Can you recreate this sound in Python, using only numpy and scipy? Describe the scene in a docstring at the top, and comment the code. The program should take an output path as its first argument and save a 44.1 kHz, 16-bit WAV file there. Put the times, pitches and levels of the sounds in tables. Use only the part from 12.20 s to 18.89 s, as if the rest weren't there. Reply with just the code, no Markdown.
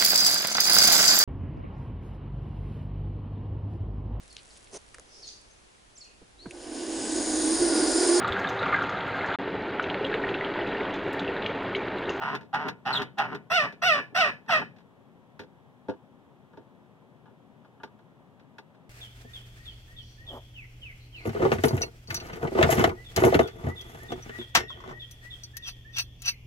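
"""A dry bearing rasps, three turns a second, as the feed of a bench milling machine is cranked down.
It binds once a turn: four rasps of slow, uneven slips, the third with a thin whistle, then four falling
squeals of fast stick-slip. Friction makes the frame groan, and the backlash knocks at each release.
Then the feed is eased on with scattered clicks and knocks. A soft rush of air fills the small workshop."""
import sys
import numpy as np
from scipy import signal
from scipy.fft import rfft, irfft
from scipy.io import wavfile
from scipy.ndimage import uniform_filter1d

SR = 44100
rng = np.random.default_rng(int(sys.argv[2]) if len(sys.argv) > 2 else 0)


def generate_wav(sig):
    """Save sig (samples, or channels by samples) to the path in sys.argv[1] as 16-bit PCM at SR."""
    pcm = np.round(np.clip(np.atleast_2d(sig).T, -1, 1) * 32767).astype(np.int16)
    wavfile.write(sys.argv[1], SR, pcm)


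N = 295188
TIME = np.arange(N) / SR


def from_db(db):
    """Decibels to gain."""
    return 10 ** (np.asarray(db) / 20)


def unit_rms(x):
    """Scale to unit power overall."""
    return x / np.sqrt(np.mean(x ** 2) + 1e-20)


def levelled(x):
    """Hold unit power over a sliding 16 ms."""
    return x / np.sqrt(np.abs(uniform_filter1d(x ** 2, size=700)) + 1e-12)


def at_hz(points, hz):
    """Read a spectrum on a log-frequency axis."""
    point_hz, point_db = np.transpose(points)
    return np.interp(np.log(hz + 1), np.log(point_hz + 1), point_db)


def coloured(x, spectrum):
    """Minimum-phase filter with the given spectrum, corners rounded."""
    size = 4096
    hz = np.geomspace(10, SR / 2, num=800)
    rounded = np.c_[hz, uniform_filter1d(at_hz(spectrum, hz), size=9)]
    bin_hz = np.arange(size // 2 + 1) * SR / size
    cepstrum = irfft(np.log(from_db(at_hz(rounded, bin_hz))))
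    cepstrum[1:size // 2] *= 2
    cepstrum[size // 2 + 1:] = 0
    return signal.fftconvolve(x, irfft(np.exp(rfft(cepstrum))))[:len(x)]


def drift(rate_hz):
    """Smooth random wander, unit RMS."""
    lowpass = signal.butter(2, rate_hz, fs=SR, output="sos")
    return unit_rms(signal.sosfilt(lowpass, rng.standard_normal(N)))


def ring(x, hz, t60_s):
    """One mode: a unit click starts a decaying unit sine."""
    radius, angle = from_db(-60 / (t60_s * SR)), 2 * np.pi * hz / SR
    return signal.lfilter([0, np.sin(angle)], [1, -2 * radius * np.cos(angle), radius ** 2], x + 1e-18)


def struck(x, modes):
    """All modes of a body driven together, in alternating polarity."""
    return sum((-1) ** k * from_db(db) * ring(x, hz, t60_s) for k, (hz, db, t60_s) in enumerate(modes))


def per_turn(turns):
    """Per sample: seconds since the bearing last caught, then that turn's other columns."""
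    rows = np.array(turns)
    current = np.maximum(np.searchsorted(rows[:, 0], TIME) - 1, 0)
    start_s, *columns = rows[current].T
    return [np.maximum(TIME - start_s, 0), *columns]


def binding(age_s, length_s, attack_s, release_s):
    """Envelope: swells as the bearing catches, holds while it binds, dies as it lets go."""
    swell = 1 - np.exp(-(age_s / attack_s) ** 1.5)
    return swell * np.exp(-np.maximum(age_s - length_s, 0) / release_s)


def slips(hz):
    """One sharp pulse each time the contact slips."""
    cycles = np.cumsum(hz) / SR
    offset_samples = (cycles % 1 - .5) * SR / hz
    return np.sinc(offset_samples) * np.exp(-(offset_samples / 6) ** 2)


# Rasping turns. Each row: start in seconds, length in seconds, groan in dB, closing knock in dB,
# attack in seconds, body level in dB, easing in dB, edge level in dB, starting resonance in Hz.
RASP_TURNS = [(0.0, 0.15, -48, -28.5, 0.021, -31, 4, -45, 858),
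              (.327, .156, -46, -25.5, .010, -30, 6, -43.5, 802),
              (.648, 0.17, -45.5, -27.5, 0.026, -25, 9.5, -32, 787),
              (.971, .177, -48, -34, 0.017, -24, 12.5, -32, 775)]
# Spectra of the housing and of the gritty edge. Each row: frequency in Hz, gain in dB.
RASP_BODY_SPECTRUM = [(310, -53.5), (520, -26.5), (663, -2), (688, -12.5), (751, 5), (814, -11.5),
                      (888, -5), (1120, -7.5), (1430, 3.5), (1720, -16.5), (1860, -3.5), (2040, -9.5),
                      (2300, -5.5), (2990, -92), (5060, -120)]
RASP_EDGE_SPECTRUM = [(1200, -28), (1700, 7.5), (2000, -1), (2400, 0.5), (2900, 3), (3400, -9.5),
                      (4100, -9), (5500, -15.5), (7000, -33.5), (10000, -35.5), (14000, -38)]
# Crank modes, also rung by knocks and squeals. Each row: frequency in Hz, gain in dB, T60 in seconds.
CRANK_MODES = [(740, -7, .04), (900, -2, .06), (1200, -7, .05), (1420, -4, .03), (1680, -5, .025),
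               (2980, -9, .02)]


def rasp(slip_hz=142, jitter=.14, wander=.054, grit=.033, rattle_db=3, surge_db=2.5,
         climb_hz_per_s=1400, fade_db_per_s=74, bandwidth_hz=35):
    """Slow, uneven slips ring the housing, the crank and a resonance that climbs as the bearing binds."""
    age_s, length_s, _, _, attack_s, body_db, easing_db, edge_db, catch_hz = per_turn(RASP_TURNS)
    bound_s = np.minimum(age_s, length_s)
    roughness = .32 + .68 * np.exp(-age_s / .03)
    rate_hz = slip_hz * np.exp(jitter * roughness * drift(120) + wander * drift(10))
    pulses = slips(rate_hz) * from_db(rattle_db * drift(130))
    friction = pulses + grit * roughness * rng.standard_normal(N)
    housing = coloured(friction, RASP_BODY_SPECTRUM)
    # Moving resonance: shift down to 0 Hz, low-pass, shift back.
    carrier = np.exp(2j * np.pi * np.cumsum(catch_hz + climb_hz_per_s * bound_s) / SR)
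    pole = np.exp(-np.pi * bandwidth_hz / SR)
    gliding = np.real(carrier * signal.lfilter([1], [1, -pole], housing / carrier))
    resonance = from_db(-fade_db_per_s * bound_s) * levelled(gliding)
    crank = from_db(-12) * levelled(struck(housing, CRANK_MODES))
    # The edge eases sooner and further than the body.
    body_db = body_db - easing_db * (1 - np.exp(-(age_s / .058) ** 2))
    edge_db = edge_db - 1.9 * easing_db * (1 - np.exp(-(age_s / .05) ** 2))
    body = from_db(body_db) * (from_db(-2) * levelled(housing) + resonance + crank)
    edge = from_db(edge_db + 6.5) * levelled(coloured(friction, RASP_EDGE_SPECTRUM))
    surge = from_db(surge_db * drift(24.6))
    return binding(age_s, length_s, attack_s, release_s=.012) * surge * (body + edge)


# Spectra of the shaking frame and the rumbling screw. Each row: frequency in Hz, gain in dB.
FRAME_SPECTRUM = [(70, -20.5), (130, -14.5), (190, -15), (270, 4.5), (340, -15.5), (420, -2.5), (510, -4),
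                  (640, -14), (1500, -61.5)]
SCREW_SPECTRUM = [(25, -36.5), (50, -23), (80, -16), (130, 4.5), (190, 1), (300, -6.5), (500, -12),
                  (900, -23), (3000, -63.5)]


def groan(turns, moan_db, rumble_db, moan_hz=423, moan_lead_s=.0067, moan_width_s=.023):
    """Friction shakes the frame, which moans just before release; the screw rumbles a little longer."""
    age_s, length_s, level_db, *_ = per_turn(turns)
    shaking = levelled(coloured(rng.standard_normal(N), FRAME_SPECTRUM))
    load = np.exp(-((age_s - length_s + moan_lead_s) / moan_width_s) ** 2)
    frame = (1 + load / 2) * binding(age_s, length_s, attack_s=.01, release_s=.0095) * shaking
    moan = from_db(moan_db) * load * levelled(ring(shaking, moan_hz, t60_s=.041))
    screw = unit_rms(coloured(rng.standard_normal(N), SCREW_SPECTRUM))
    rumble = from_db(rumble_db) * binding(age_s, length_s, attack_s=.01, release_s=.07) * screw
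    return from_db(level_db) * (frame + moan + rumble)


def stereo(mid, side, lean):
    """Left and right from a common and an opposed part, panned by frequency."""
    return np.array([coloured(mid + sign * side, [(hz, sign * db / 2) for hz, db in lean])
                     for sign in (1, -1)])


# Room air. Each row: frequency in Hz, then in dB gain (spectrum), side minus mid (width)
# or left minus right (lean).
AIR_SPECTRUM = [(15, -73.5), (25, -45), (43, -23.5), (64, -22), (113, -3), (188, -3), (267, -2),
                (322, -12.5), (359, -4.5), (389, -8.5), (997, -12.5), (2060, -33), (3340, -29.5),
                (4380, -42), (15500, -51)]
AIR_WIDTH = [(60, -0.5), (92, -3.5), (140, 0), (210, -13), (330, -5), (500, -2.5), (770, -14), (1170, -14),
             (1790, 12), (2740, -0.5), (4190, 0.5), (6410, 1.5), (9810, 1.5), (15000, 4.5)]
AIR_LEAN = [(60, 15), (110, 5.3), (200, 11), (380, 1.5), (700, 1.7), (1290, 0.5), (2380, 0.86), (4400, 1.7),
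            (8120, 1.2), (15000, 0.5)]


def air(level_db=-58, side_db=-1):
    """The steady, low rush of air in the room."""
    mid, side = (unit_rms(coloured(noise, AIR_SPECTRUM)) for noise in rng.standard_normal((2, N)))
    return from_db(level_db) * stereo(mid, from_db(side_db) * coloured(side, AIR_WIDTH), AIR_LEAN)


# Loose knocks and clicks of the feed. Each row: start in seconds, ring in dB, thud in dB,
# brightness in dB, first rebound relative to the knock in dB.
FEED_KNOCKS = [(.209, -54, -41, 17.5, -1), (.342, -19, -51, 1, -25), (0.9841, -31.5, -48, 17.5, -12),
               (1.5236, -57, -37, 23.5, -28), (1.92, -69, -41, -15, -19), (2.261, -58, -51, 12, -25),
               (2.2907, -17.5, -56, -13, -17), (2.563, -71, -64, 27, 6), (3.193, -42.5, -31.5, 17, -4.5),
               (3.684, -36.5, -17, 2.5, -29), (3.695, -32.5, -23, 2, -9), (4.332, -48, -45, -3, -14),
               (4.371, -46, -34.5, 4.5, -9), (5.056, -47, -51, -5, -4), (5.103, -62.5, -46.5, -2, -23),
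               (5.447, -47, -77, -2, -23.5), (5.599, -41.5, -52, -23.5, -14), (5.633, -31, -34, 4.5, -15),
               (5.789, -52, -75, 2, -16.5), (6.196, -61.5, -67, 16.5, -21), (6.383, -38.5, -41.5, 9, -28),
               (6.5466, -57.5, -74.5, 7, -20.5)]


def contacts(release_thud_db=-42, rebounds=2, rebound_s=.02, loss_db=5.5):
    """Backlash hits: one as each turn lets go, then the loose knocks with their rebounds."""
    for turns, bright_db in ((RASP_TURNS, 10.5), (SQUEAL_TURNS, -13)):
        for start_s, length_s, _, knock_db, *_ in turns:
            yield start_s + length_s, knock_db, release_thud_db, bright_db
    for start_s, ring_db, thud_db, bright_db, rebound_db in FEED_KNOCKS:
        yield start_s, ring_db, thud_db, bright_db
        for k in range(rebounds):
            gain_db = rebound_db - loss_db * k
            yield start_s + rebound_s * (k + 1), ring_db + gain_db, thud_db + gain_db, bright_db - loss_db


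# Frame modes. Each row: frequency in Hz, gain in dB, T60 in seconds.
FRAME_MODES = [(115, -16, .08), (190, -12, .06), (255, -4, .06), (340, -5, .05), (420, -2, .05),
               (520, -6, .04), (650, -12, .04), (910, -15, .06)]
# Spectrum of the contact crack. Each row: frequency in Hz, gain in dB.
CRACK_SPECTRUM = [(300, -0.5), (750, -8), (1500, 6), (2100, 7), (3000, -1.5), (4100, 0), (5500, -8.5),
                  (8000, -23), (14000, -27.5)]


def knocks(chatter_s=.0025, crank_db=-6, frame_db=-4, crack_db=13):
    """Each contact chatters briefly, rings the crank, thuds in the frame and gives a dry crack."""
    crank, frame, crack = np.zeros((3, N))
    t = TIME[:SR // 40]
    for start_s, ring_db, thud_db, bright_db in contacts():
        first = round(start_s * SR)
        span = slice(first, first + len(t))
        chatter = rng.standard_normal(len(t)) * np.sqrt(t) * np.exp(-t / chatter_s)
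        phase = np.angle(rfft(chatter, 2 * len(t)))
        force = irfft(np.exp(1j * phase))[:len(t)]   # flat spectrum
        crank[span] += from_db(ring_db) * force
        frame[span] += from_db(thud_db) * force
        crack[span] += from_db(ring_db + bright_db) * force
    return (from_db(crank_db) * struck(crank, CRANK_MODES)
            + from_db(frame_db) * struck(frame, FRAME_MODES)
            + from_db(crack_db) * coloured(crack, CRACK_SPECTRUM))


def whistle(start_s=.725, length_s=.054, top_hz=4330, end_hz=3240, level_db=-31.5,
            waver=.023, flutter_db=5):
    """A thin, unsteady falling chirp of metal on metal."""
    age_s = np.maximum(TIME - start_s, 0)
    hz = np.interp(age_s, [0, length_s], [top_hz, end_hz]) * (1 + waver * drift(600))
    phase = 2 * np.pi * np.cumsum(hz) / SR
    tone = sum(from_db(db) * np.sin(k * phase) for k, db in enumerate((0, -28, -34, -34), start=1))
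    gain = from_db(level_db + flutter_db * drift(300))
    return binding(age_s, length_s, attack_s=.004, release_s=.002) * gain * unit_rms(tone)


# Squealing turns. Each row: start in seconds, length in seconds, groan in dB, closing knock in dB,
# attack in seconds, peak level in dB, fade in dB, brightness in dB, pitch before and after the glide
# in Hz, glide in seconds, sag in seconds, extra roughness on catching and base roughness from 0 to 1.
SQUEAL_TURNS = [(1.299, .16, -50.5, -30.5, 0.0077, -24, 11, -4, 644.2, 745.7, 0.06, 0.034, 0.95, 0.03),
                (1.615, 0.18, -50, -45, 0.0099, -23, 11.5, -3.5, 666.3, 753.9, .049, .046, 1, 0),
                (1.944, 0.15, -51, -34.5, .009, -23, 11, -4, 681, 765, .051, .036, .8, .17),
                (2.275, 0.14, -48, -24, .032, -22, 21, -5, 954, 708.8, .032, .058, .05, 0.4)]
# Spectra of the squeal's body and upper overtones. Each row: frequency in Hz, gain in dB.
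SQUEAL_BODY_SPECTRUM = [(300, -28.5), (520, -8), (710, 0.5), (950, -6.5), (1200, -3), (1450, 5), (1650, -4),
                        (1870, 8), (2200, -9.5), (2600, -45), (4000, -55)]
SQUEAL_EDGE_SPECTRUM = [(1500, -21.5), (2300, 1.5), (2550, 11), (2900, 1.5), (3400, -6), (4200, -7),
                        (5000, -9), (5850, -15), (7000, -29), (8200, -27), (10000, -34), (13500, -37),
                        (15500, -56)]
# Modes of the dry sleeve. Each row: frequency in Hz, gain in dB, T60 in seconds.
SLEEVE_MODES = [(5250, -4.5, .03), (5880, -1, 0.077), (7900, -7, .02), (8370, -7, 0.018),
                (10770, -11.5, .02), (13300, -9, .025), (14100, -10, .02)]


def squeal(slowest_hz=557.7, brightest_hz=700, dulling_db_per_octave=11.5, catch_s=.031,
           peak_share=.51, swell_db=4, jitter=.06, wander=.003, shimmer_db=7, grit=.14, hiss=.016):
    """Fast stick-slip: ragged as it catches, cleaner at full speed, ragged again as it slows."""
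    (age_s, length_s, _, _, attack_s, peak_db, fade_db, bright_db,
     catch_hz, full_hz, glide_s, sag_s, catch_roughness, base_roughness) = per_turn(SQUEAL_TURNS)
    progress = np.minimum(age_s / length_s, 1)
    glide_hz = catch_hz + (full_hz - catch_hz) * age_s / glide_s
    sag = np.exp(-(np.maximum(age_s - glide_s, 0) / sag_s) ** 1.2)
    hz = np.where(age_s < glide_s, glide_hz, slowest_hz + (full_hz - slowest_hz) * sag)
    catching = catch_roughness * np.exp(-(age_s / catch_s) ** 2)
    stalling = progress ** 4.4
    roughness = np.clip(base_roughness + catching + stalling, 0, 1)
    rate_hz = hz * np.exp(jitter * roughness * drift(250) + wander * drift(60))
    pulses = slips(rate_hz) * from_db(shimmer_db * roughness * drift(350))
    friction = pulses + grit * roughness * rng.standard_normal(N)
    sliding = friction + hiss * rng.standard_normal(N)
    dulling_db = dulling_db_per_octave * np.abs(np.log2(hz / brightest_hz))
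    dulling_db += 2.5 * (roughness - base_roughness)
    body = from_db(1.73) * levelled(coloured(friction, SQUEAL_BODY_SPECTRUM))
    edge = from_db(bright_db + 3 - dulling_db) * levelled(coloured(sliding, SQUEAL_EDGE_SPECTRUM))
    sleeve = from_db(bright_db - 13.5 - 27.5 * progress) * levelled(struck(sliding, SLEEVE_MODES))
    crank = from_db(-10) * np.sqrt(roughness) * levelled(struck(friction, CRANK_MODES))
    level_db = peak_db - swell_db * np.interp(progress, [0, peak_share], [1, 0])
    level_db -= fade_db * np.interp(progress, [peak_share, 1], [0, 1])
    envelope = binding(age_s, length_s, attack_s, release_s=.01) * from_db(level_db)
    return envelope * (body + edge + sleeve + crank)


def echoes(direct, bench_t60_s, room_t60_s, room_db):
    """Impulse response: direct sound, quick scatter off the bench, then the room; broadly flat."""
    t = TIME[:SR // 2]
    decay = from_db(-60 * t / bench_t60_s) + from_db(room_db - 60 * t / room_t60_s)
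    response = unit_rms(rng.standard_normal(len(t)) * decay) / np.sqrt(len(t))
    response[0] += direct
    spectrum = rfft(response, 2 * len(t))
    broad_power = uniform_filter1d(np.abs(spectrum) ** 2, size=130)
    return irfft(spectrum / np.sqrt(broad_power))[:len(t)]


# Stereo image of the machine. Each row: frequency in Hz, then in dB side minus mid (width)
# or left minus right (lean).
MACHINE_WIDTH = [(100, -6), (250, -3.5), (500, -8), (700, -12.5), (1000, -23), (1400, -13.5), (1750, -6.5),
                 (2200, 25.5), (2650, -0.5), (3300, -21), (4300, 13), (5500, -6), (6900, 0.5), (10000, -2)]
MACHINE_LEAN = [(60, -2.5), (140, 6.5), (300, -4.5), (420, -5), (520, 0.5), (700, -3), (1000, 0.5),
                (1500, 0.5), (1850, 3), (2150, 3.5), (2600, -7), (3100, -0.5), (8000, 1.5), (15000, 3)]


def workshop(x, direct, side_db=1.5, low_cut_hz=66, **decay):
    """The machine in the room: left and right by turns in step and opposed as frequency rises."""
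    hz = np.geomspace(20, SR / 2, num=200)
    width_db = at_hz(MACHINE_WIDTH, hz)
    mid_db = -10 * np.log10(.5 + 10 ** (width_db / 10))   # mid and side share the power
    mid = coloured(echoes(direct, **decay), np.c_[hz, mid_db])
    side = coloured(echoes(0, **decay), np.c_[hz, mid_db + width_db + side_db])
    x = signal.sosfilt(signal.butter(3, low_cut_hz, "high", fs=SR, output="sos"), x)
    return signal.fftconvolve(x[None], stereo(mid, side, MACHINE_LEAN), axes=1)[:, :N]


def scene():
    """Bearing and backlash sound through the workshop, over the air."""
    frame = groan(RASP_TURNS, moan_db=9.5, rumble_db=-1) + groan(SQUEAL_TURNS, moan_db=6, rumble_db=0)
    friction = rasp() + squeal() + whistle() + frame
    bearing = workshop(friction, direct=.9, bench_t60_s=.027, room_t60_s=.22, room_db=-11)
    backlash = workshop(knocks(), direct=1, bench_t60_s=.055, room_t60_s=.081, room_db=-3.5)
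    return bearing + backlash + air()


def record(dry):
    """Steep low-pass at 15.7 kHz."""
    return signal.sosfilt(signal.ellip(10, .2, 80, 15700, fs=SR, output="sos"), dry)


dry = scene()
out = record(dry)
generate_wav(out)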